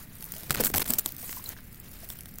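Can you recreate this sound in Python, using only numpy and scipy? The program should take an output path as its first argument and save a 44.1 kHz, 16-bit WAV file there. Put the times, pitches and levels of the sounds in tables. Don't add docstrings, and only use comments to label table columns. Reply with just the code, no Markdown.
import sys
import numpy as np
from scipy import signal
from scipy.fft import rfft, irfft, next_fast_len
from scipy.io import wavfile
from scipy.ndimage import uniform_filter1d, map_coordinates

SR = 44100
rng = np.random.default_rng(int(sys.argv[2]) if len(sys.argv) > 2 else 0)


def to_wav(sig):
    pcm = np.clip(np.atleast_2d(sig), -1, 1) * 32767
    pcm = np.round(pcm).astype(np.int16)
    wavfile.write(sys.argv[1], SR, pcm.T)


def volts_from_db(level):
    exponent = np.asarray(level, float) / 20
    return 10 ** exponent


N = 105840
DELAY_S = 0.0008


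def unit(x):
    return x / np.sqrt(np.mean(x ** 2) + 1e-20)


def sample_index(s):
    return np.round(s * SR).astype(int)


def curve(rows):
    return np.interp(np.arange(N) / SR, *np.transpose(rows))


def wobble(rate):
    knots = rng.standard_normal(int(N * rate / SR) + 4)
    return map_coordinates(knots, [np.arange(N) * rate / SR])


def coloured(x, points):
    f, db = np.transpose(points)
    hz = np.fft.rfftfreq(8192, 1 / SR)
    level_db = np.interp(np.log(hz + 1), np.log(f + 1), np.maximum(db, -60))
    cepstrum = irfft(np.log(volts_from_db(level_db)))
    cepstrum[1:4096] *= 2
    cepstrum[4097:] = 0
    h = irfft(np.exp(rfft(cepstrum)))
    return signal.fftconvolve(x, h / np.linalg.norm(h))[:N]


def bursts(s, db, t60):
    lead_db, lead_s = -17, 0.00049
    spike, spike_t60 = 1.6, 0.0018
    k = np.arange(-200, 900)
    t = np.maximum(k / SR, 0)
    fall = volts_from_db(-60 * t / np.maximum(t60, 1e-3)[..., None]) + spike * volts_from_db(-60 * t / spike_t60)
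    lead = volts_from_db(lead_db) * np.exp(np.minimum(k, 0) / SR / lead_s)
    shape = np.where(k < 0, lead, fall)
    at = np.clip(sample_index(s)[:, None] + k, 0, N)
    return np.bincount(at.ravel(), (volts_from_db(db)[:, None] * shape).ravel(), N + 1)[:N]


def grains(rate, spread_db, t60):
    count = int(np.clip(rate * N / SR, 1, 3000))
    when, strength, length = rng.random((3000, 3))[:count].T
    return unit(bursts(when * N / SR, -spread_db * np.log(strength + 0.08), t60 * (0.5 + length)))


def noise():
    patch_db = 2.5
    z = signal.stft(rng.standard_normal(N), nperseg=128)[2]
    over_pitch = uniform_filter1d(rng.standard_normal(z.shape), 5, 0)
    patches = unit(uniform_filter1d(over_pitch, 7, 1))
    return unit(signal.istft(z * volts_from_db(patch_db * patches), nperseg=128)[1][:N])


def rings(rows, rise, scatter, attack_s):
    out, t, wander = np.zeros(N + SR), np.arange(SR // 4) / SR, wobble(60.4)
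    for s, db, hz, t60 in rows:
        i = round(s * SR)
        pitch = hz * (1 + rise * t + scatter * np.resize(wander[i:], len(t)))
        envelope = volts_from_db(db - 60 * t / t60) * (1 - np.exp(-t / attack_s))
        out[i:i + len(t)] += envelope * np.sin(2 * np.pi * np.cumsum(pitch) / SR)
    return out[:N]


# (f/Hz, level/dB)
BRIGHT = [(1760, -15.5), (3500, -18.5), (7000, -8.5), (8050, -3.5), (9450, -9), (13600, -0.5),
          (15800, -1.5)]
# (f/Hz, level/dB)
DULL = [(300, 3.5), (700, -0.5), (1500, 1.5), (3000, -0.5), (5000, -1.5), (8000, -8)]


def cracks(rows, t60, colour, size):
    s, db, low_db = np.transpose(rows)
    s, t60 = s + DELAY_S, np.full(len(s), t60)

    def burst_noise(level_db):
        return uniform_filter1d(bursts(s, level_db, t60), size) * noise()

    return coloured(burst_noise(db - 5), colour) + coloured(burst_noise(db + low_db + 4), DULL)


# (t/s, peak level/dB, low part over it/dB)
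SNAPS = [(0.4963, -45, 11), (0.506, -4, -12.5), (0.5115, -30.5, 0.5), (0.5179, -29, -10),
         (0.5465, -28, -20), (0.6038, -12, -21.5), (0.6072, -9, -28), (0.612, -25, -30),
         (0.609, -15.5, -35), (0.637, -16, -12), (0.648, -9.5, -24), (0.6575, -18, -11),
         (0.668, -11.5, -18), (0.7, -27, -24), (0.741, -21.5, -6), (0.7468, -17, -9.5), (0.759, -12, -28),
         (0.769, -21, -16), (0.78, -10.5, -13.5), (0.7995, -25, -14), (0.797, -22, -9.5),
         (0.8038, -18, -30), (0.9012, -18.5, -15.5), (0.9041, -4.5, -48), (0.9355, -7.5, -30),
         (0.9852, -7.5, -39), (0.987, -8.5, -48), (0.9941, -11, -32), (1.0597, -12, -16.5),
         (1.0901, -32, -24)]


def snaps():
    return cracks(SNAPS, 0.011, BRIGHT, size=3)


# (t/s, peak level/dB, low part over it/dB)
TWIGS = [(0.3212, -25, -16), (0.4338, -35, -12), (0.5066, -16, -9), (0.5187, -18, -7), (0.5479, -14, -8),
         (0.5569, -11.5, -8), (0.6175, -19.5, -9), (0.7012, -27, -1), (0.7416, -15, -6), (0.7513, -19, -9),
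         (0.7819, -12.5, -11), (0.8434, -25, -5), (0.9054, -19, -6), (0.9089, -14.5, -13),
         (0.9286, -16.5, -20), (1.0096, -29, -8), (1.0604, -6.5, -11), (1.3085, -26, -20),
         (2.1036, -32.5, -8)]


def twigs():
    blow_db, tail_t60 = 8, 0.0055
    s, db, low_db = np.transpose(TWIGS)

    def blows(level_db):
        return np.bincount(sample_index(s), volts_from_db(level_db + blow_db), N)

    tail_rows = np.transpose([s - DELAY_S, db - 9, low_db - 3])
    tail = cracks(tail_rows, tail_t60, BRIGHT, size=3)
    return coloured(blows(db), BRIGHT) - coloured(blows(db + low_db), DULL) + tail


# (start t/s, length/s, level/dB, low part over it/dB)
SCRAPES = [(0.523, 0.01, -31, -10.5), (0.542, 0.0093, -25, -2.5), (0.565, 0.031, -48.5, 12.5),
           (0.596, 0.02, -38.5, 4), (0.606, 0.005, -29, -15), (0.624, 0.022, -33.5, -6),
           (0.644, 0.036, -23, -14.5), (0.679, 0.025, -34, -22), (0.706, 0.014, -40, -29),
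           (.738, 0.0055, -31, 3.5), (0.747, 0.0058, -26, -17), (0.755, 0.031, -22, -19),
           (0.794, 0.014, -29, -10), (0.807, .022, -29.5, -3), (0.854, 0.012, -32, -6.5),
           (0.875, 0.0094, -27.5, -11), (0.885, 0.018, -28, -20), (0.866, 0.006, -39, -10),
           (0.907, 0.018, -37, -4.5), (0.934, 0.014, -29, -38), (0.954, 0.007, -40, -9.5),
           (0.984, 0.01, -23, -34), (0.992, 0.015, -38, -15), (1.05, 0.03, -41, -15),
           (1.18, 0.21, -38.5, -17), (1.44, 0.057, -44, -13), (1.494, 0.045, -47.5, 0),
           (1.57, 0.03, -62, 8.5), (1.835, 0.05, -64, 9), (1.936, 0.037, -64, 7.5),
           (2.094, 0.045, -40.5, -17)]


def scrapes():
    edge_s = 0.0036
    t = np.arange(N) / SR
    high, low = np.zeros((2, N))
    for s, length, db, low_db in SCRAPES:
        inside = np.minimum(t - s, s + length - t)
        gate = np.clip(inside / edge_s + 0.5, 0, 1) ** 2
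        high += volts_from_db(db) * gate
        low += volts_from_db(db + low_db) * gate
    rasp = unit(1 + grains(rate=1400, spread_db=1, t60=0.0061))
    return coloured(high * rasp * noise(), BRIGHT) + coloured(low * rasp * noise(), DULL)


# (t/s, peak level/dB, f/Hz, t60/s)
JOLTS = [(0.502, -23, 141, 0.08), (0.513, -33, 324, 0.031), (0.589, -22, 308, .03), (.5995, -9, 528, 0.022),
         (0.701, -16.5, 405, 0.013), (.611, -19, 441, 0.031), (.657, -30.5, 255, 0.089),
         (0.74, -24.5, 239, 0.039), (.75, -29.5, 89.7, 0.25), (0.775, -26, 238, 0.055),
         (0.748, -19.5, 744, 0.035), (0.898, -23.5, 234, 0.1), (1.057, -31.5, 287, 0.047)]
# (f/Hz, level/dB)
THUD = [(70, -23), (250, -2.5), (500, -3.5), (1000, -10), (2000, -28.5)]


def jolts():
    thud_db, sway_db = -15, -12.5
    t = np.arange(N) / SR
    shake = np.zeros(N)
    for s, db, _, t60 in JOLTS:
        shake += (t > s) * volts_from_db(db - 60 * np.abs(t - s) / (2.31 * t60))
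    thud = volts_from_db(thud_db) * coloured(uniform_filter1d(shake, 200) * noise(), THUD)
    low_noise = coloured(rng.standard_normal(N), RUMBLE[1:])
    sway = volts_from_db(sway_db) * uniform_filter1d(shake, 3000) * low_noise
    return rings(JOLTS, rise=0, scatter=0.06, attack_s=0.0023) + thud + sway


# (t/s, peak level/dB, low part over it/dB)
TICKS = [(0.2241, -22, -18), (0.2415, -25, -38), (0.252, -24, -45), (0.3198, -17, -31),
         (0.3372, -26.5, -15.5), (0.351, -29, -26), (0.364, -28.5, -15), (0.3814, -28, -28),
         (0.4327, -29, -13.5), (1.119, -28, -31), (1.2265, -28, -34), (1.2932, -24.5, -10.5),
         (1.3272, -27, -11), (1.44, -22.5, -29), (1.49, -28.5, -32), (1.5654, -48, -8), (1.7993, -33, -44),
         (2.0888, -33, -29), (2.101, -25, -25), (2.156, -32, -20.5), (2.128, -41.5, -20), (2.207, -38, -30),
         (2.2567, -28.5, -18.5), (2.3391, -31.5, -30), (2.356, -30, -39), (2.3845, -27, -22)]


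def ticks():
    return cracks(TICKS, 0.014, FIZZ, size=25)


# (t/s, peak level/dB, f/Hz, t60/s)
BUBBLES = [(.225, -48.5, 850, 0.078), (.36, -46, 630, 0.14), (1.23, -38, 704, 0.023),
           (1.37, -34.5, 994, 0.029), (1.395, -37, 1030, 0.023), (1.46, -28.5, 4090, 0.021),
           (1.566, -33.5, 1630, 0.0087), (1.588, -34.5, 1550, 0.0086), (2.102, -29, 3500, 0.01),
           (2.032, -42.5, 657, 0.051), (2.103, -41.5, 680, 0.019), (.547, -24, 1460, 0.026)]


def bubbles():
    return rings(BUBBLES, rise=1.8, scatter=0, attack_s=0.00043)


# (t/s, peak level/dB, f/Hz, width/ms)
PINGS = [(0.155, -37, 13000, 1.5), (0.167, -38, 8500, .9), (0.2085, -27, 14000, .5),
         (0.3665, -30, 15000, .8), (0.372, -31, 15000, .7), (0.574, -28, 14500, .5),
         (0.8825, -30, 3600, .5), (0.954, -31, 13500, .8), (0.9585, -31, 12000, .6),
         (1.0665, -31, 13000, .8), (1.0775, -30, 13000, 1.2), (1.0776, -37, 5400, 1),
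         (1.083, -28, 13000, 1.4), (1.0875, -28, 13500, .9), (1.0913, -22, 11200, .6),
         (1.107, -38, 6200, 1.2), (1.1226, -25, 15200, .7), (1.149, -34, 14800, .6),
         (1.1662, -23, 14800, .5), (1.2455, -27, 13000, .8), (1.488, -31, 7500, .5),
         (1.4912, -21, 14500, .6), (1.607, -37, 15000, .9), (1.729, -37, 15000, .8),
         (1.746, -36, 14000, .8), (2.0898, -26, 13500, .5), (2.1035, -34, 5500, 1.1),
         (2.1715, -35, 14500, .8), (2.189, -27, 14000, .5), (2.192, -42, 3100, 1.3),
         (2.2085, -28, 11200, .6), (2.235, -37, 14500, .9), (2.286, -36, 14000, .8),
         (2.3855, -33, 7000, .5)]


def pings():
    roughness = 0.8
    s, db, hz, ms = np.transpose(PINGS)[..., None]
    k = np.arange(-200, 200)
    grit = uniform_filter1d(rng.standard_normal((len(s), len(k))), size=3, axis=1)
    swell = np.exp(-(k / SR * 1000 / np.maximum(ms, 0.2)) ** 2)
    tone = volts_from_db(db - 4) * swell * (1 + roughness * 2 * grit) * np.sin(2 * np.pi * hz * k / SR)
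    return np.bincount((sample_index(s) + k).ravel(), tone.ravel(), N)


# (t/s, level/dB)
SQUELCH = [(0, -40.5), (.11, -52), (.2, -46), (.36, -41), (.6, -44), (.72, -48.5), (.95, -40), (1.15, -47),
           (1.5, -41), (1.56, -53.5), (1.7, -51), (1.9, -49.5), (2.03, -45), (2.2, -47.5), (2.4, -52.5)]
# (f/Hz, level/dB)
FIZZ = [(3000, -30), (5200, -11.5), (10000, -4), (15000, 0.5)]


def tyres():
    crackle_db, squish_db = -8, -10
    load = volts_from_db(curve(SQUELCH) + 1.5 * wobble(25))
    crackle = grains(rate=160, spread_db=4, t60=0.013)
    drive = load * (0.61 + volts_from_db(crackle_db) * crackle)
    return coloured(drive * noise(), FIZZ) + volts_from_db(squish_db) * coloured(load * noise(), DULL)


# (f/Hz, level/dB)
RUMBLE = [(7.1, -7.5), (12, 1.5), (180, -5), (216, -6.5), (365, -18.5), (421, -20.5), (900, -31),
          (1170, -73), (1980, -120)]
# (f/Hz, level/dB)
MIDS = [(350, -57), (600, -16), (735, -13), (778, -19), (1980, -4.5), (6000, -31), (7800, -28),
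        (13200, -120)]


def field():
    rumble_db, wash_db = -48.5, -63
    low, far = rng.standard_normal((2, N))
    rumble = volts_from_db(rumble_db) * unit(coloured(low, RUMBLE))
    return rumble + volts_from_db(wash_db) * unit(coloured(far, MIDS))


def scene():
    near = snaps() + scrapes() + jolts()
    mud = ticks() + bubbles() + tyres()
    return (near + mud + field() + twigs() + pings())[None]


def treble_gaps(x):
    gap_share, low_hz, high_hz = 0.13, 4800, 11500
    hz, _, z = signal.stft(x, SR, nperseg=512)
    chosen = rng.random((65, z.shape[-1] // 5 + 1)) < gap_share
    gaps = np.kron(chosen, np.ones((4, 5)))[:len(hz), :z.shape[-1]]
    power = np.sum(np.abs(z[0]) ** 2, 0)
    quiet = power < 3 * np.quantile(power, 0.7)
    treble = (hz > low_hz) & (hz < high_hz)
    gaps = gaps * treble[:, None] * quiet
    return signal.istft(z * (1 - 0.9 * gaps), SR, nperseg=512)[1][:, :N]


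def roll_off(x):
    return signal.sosfilt(signal.butter(12, 16970, fs=SR, output="sos"), x)


def record(dry):
    ceiling, top_hz, offset = 0.36, 15900, -0.0011
    x = treble_gaps(dry / (1 + np.abs(dry / ceiling) ** 4) ** 0.25)
    m = next_fast_len(N)
    band = np.clip((top_hz - np.fft.rfftfreq(m, 1 / SR)) / 150, 0, 1)
    mix = irfft(rfft(x, m) * band, m)[:, :N] + offset
    return roll_off(mix)


dry = scene()
out = record(dry)
to_wav(out)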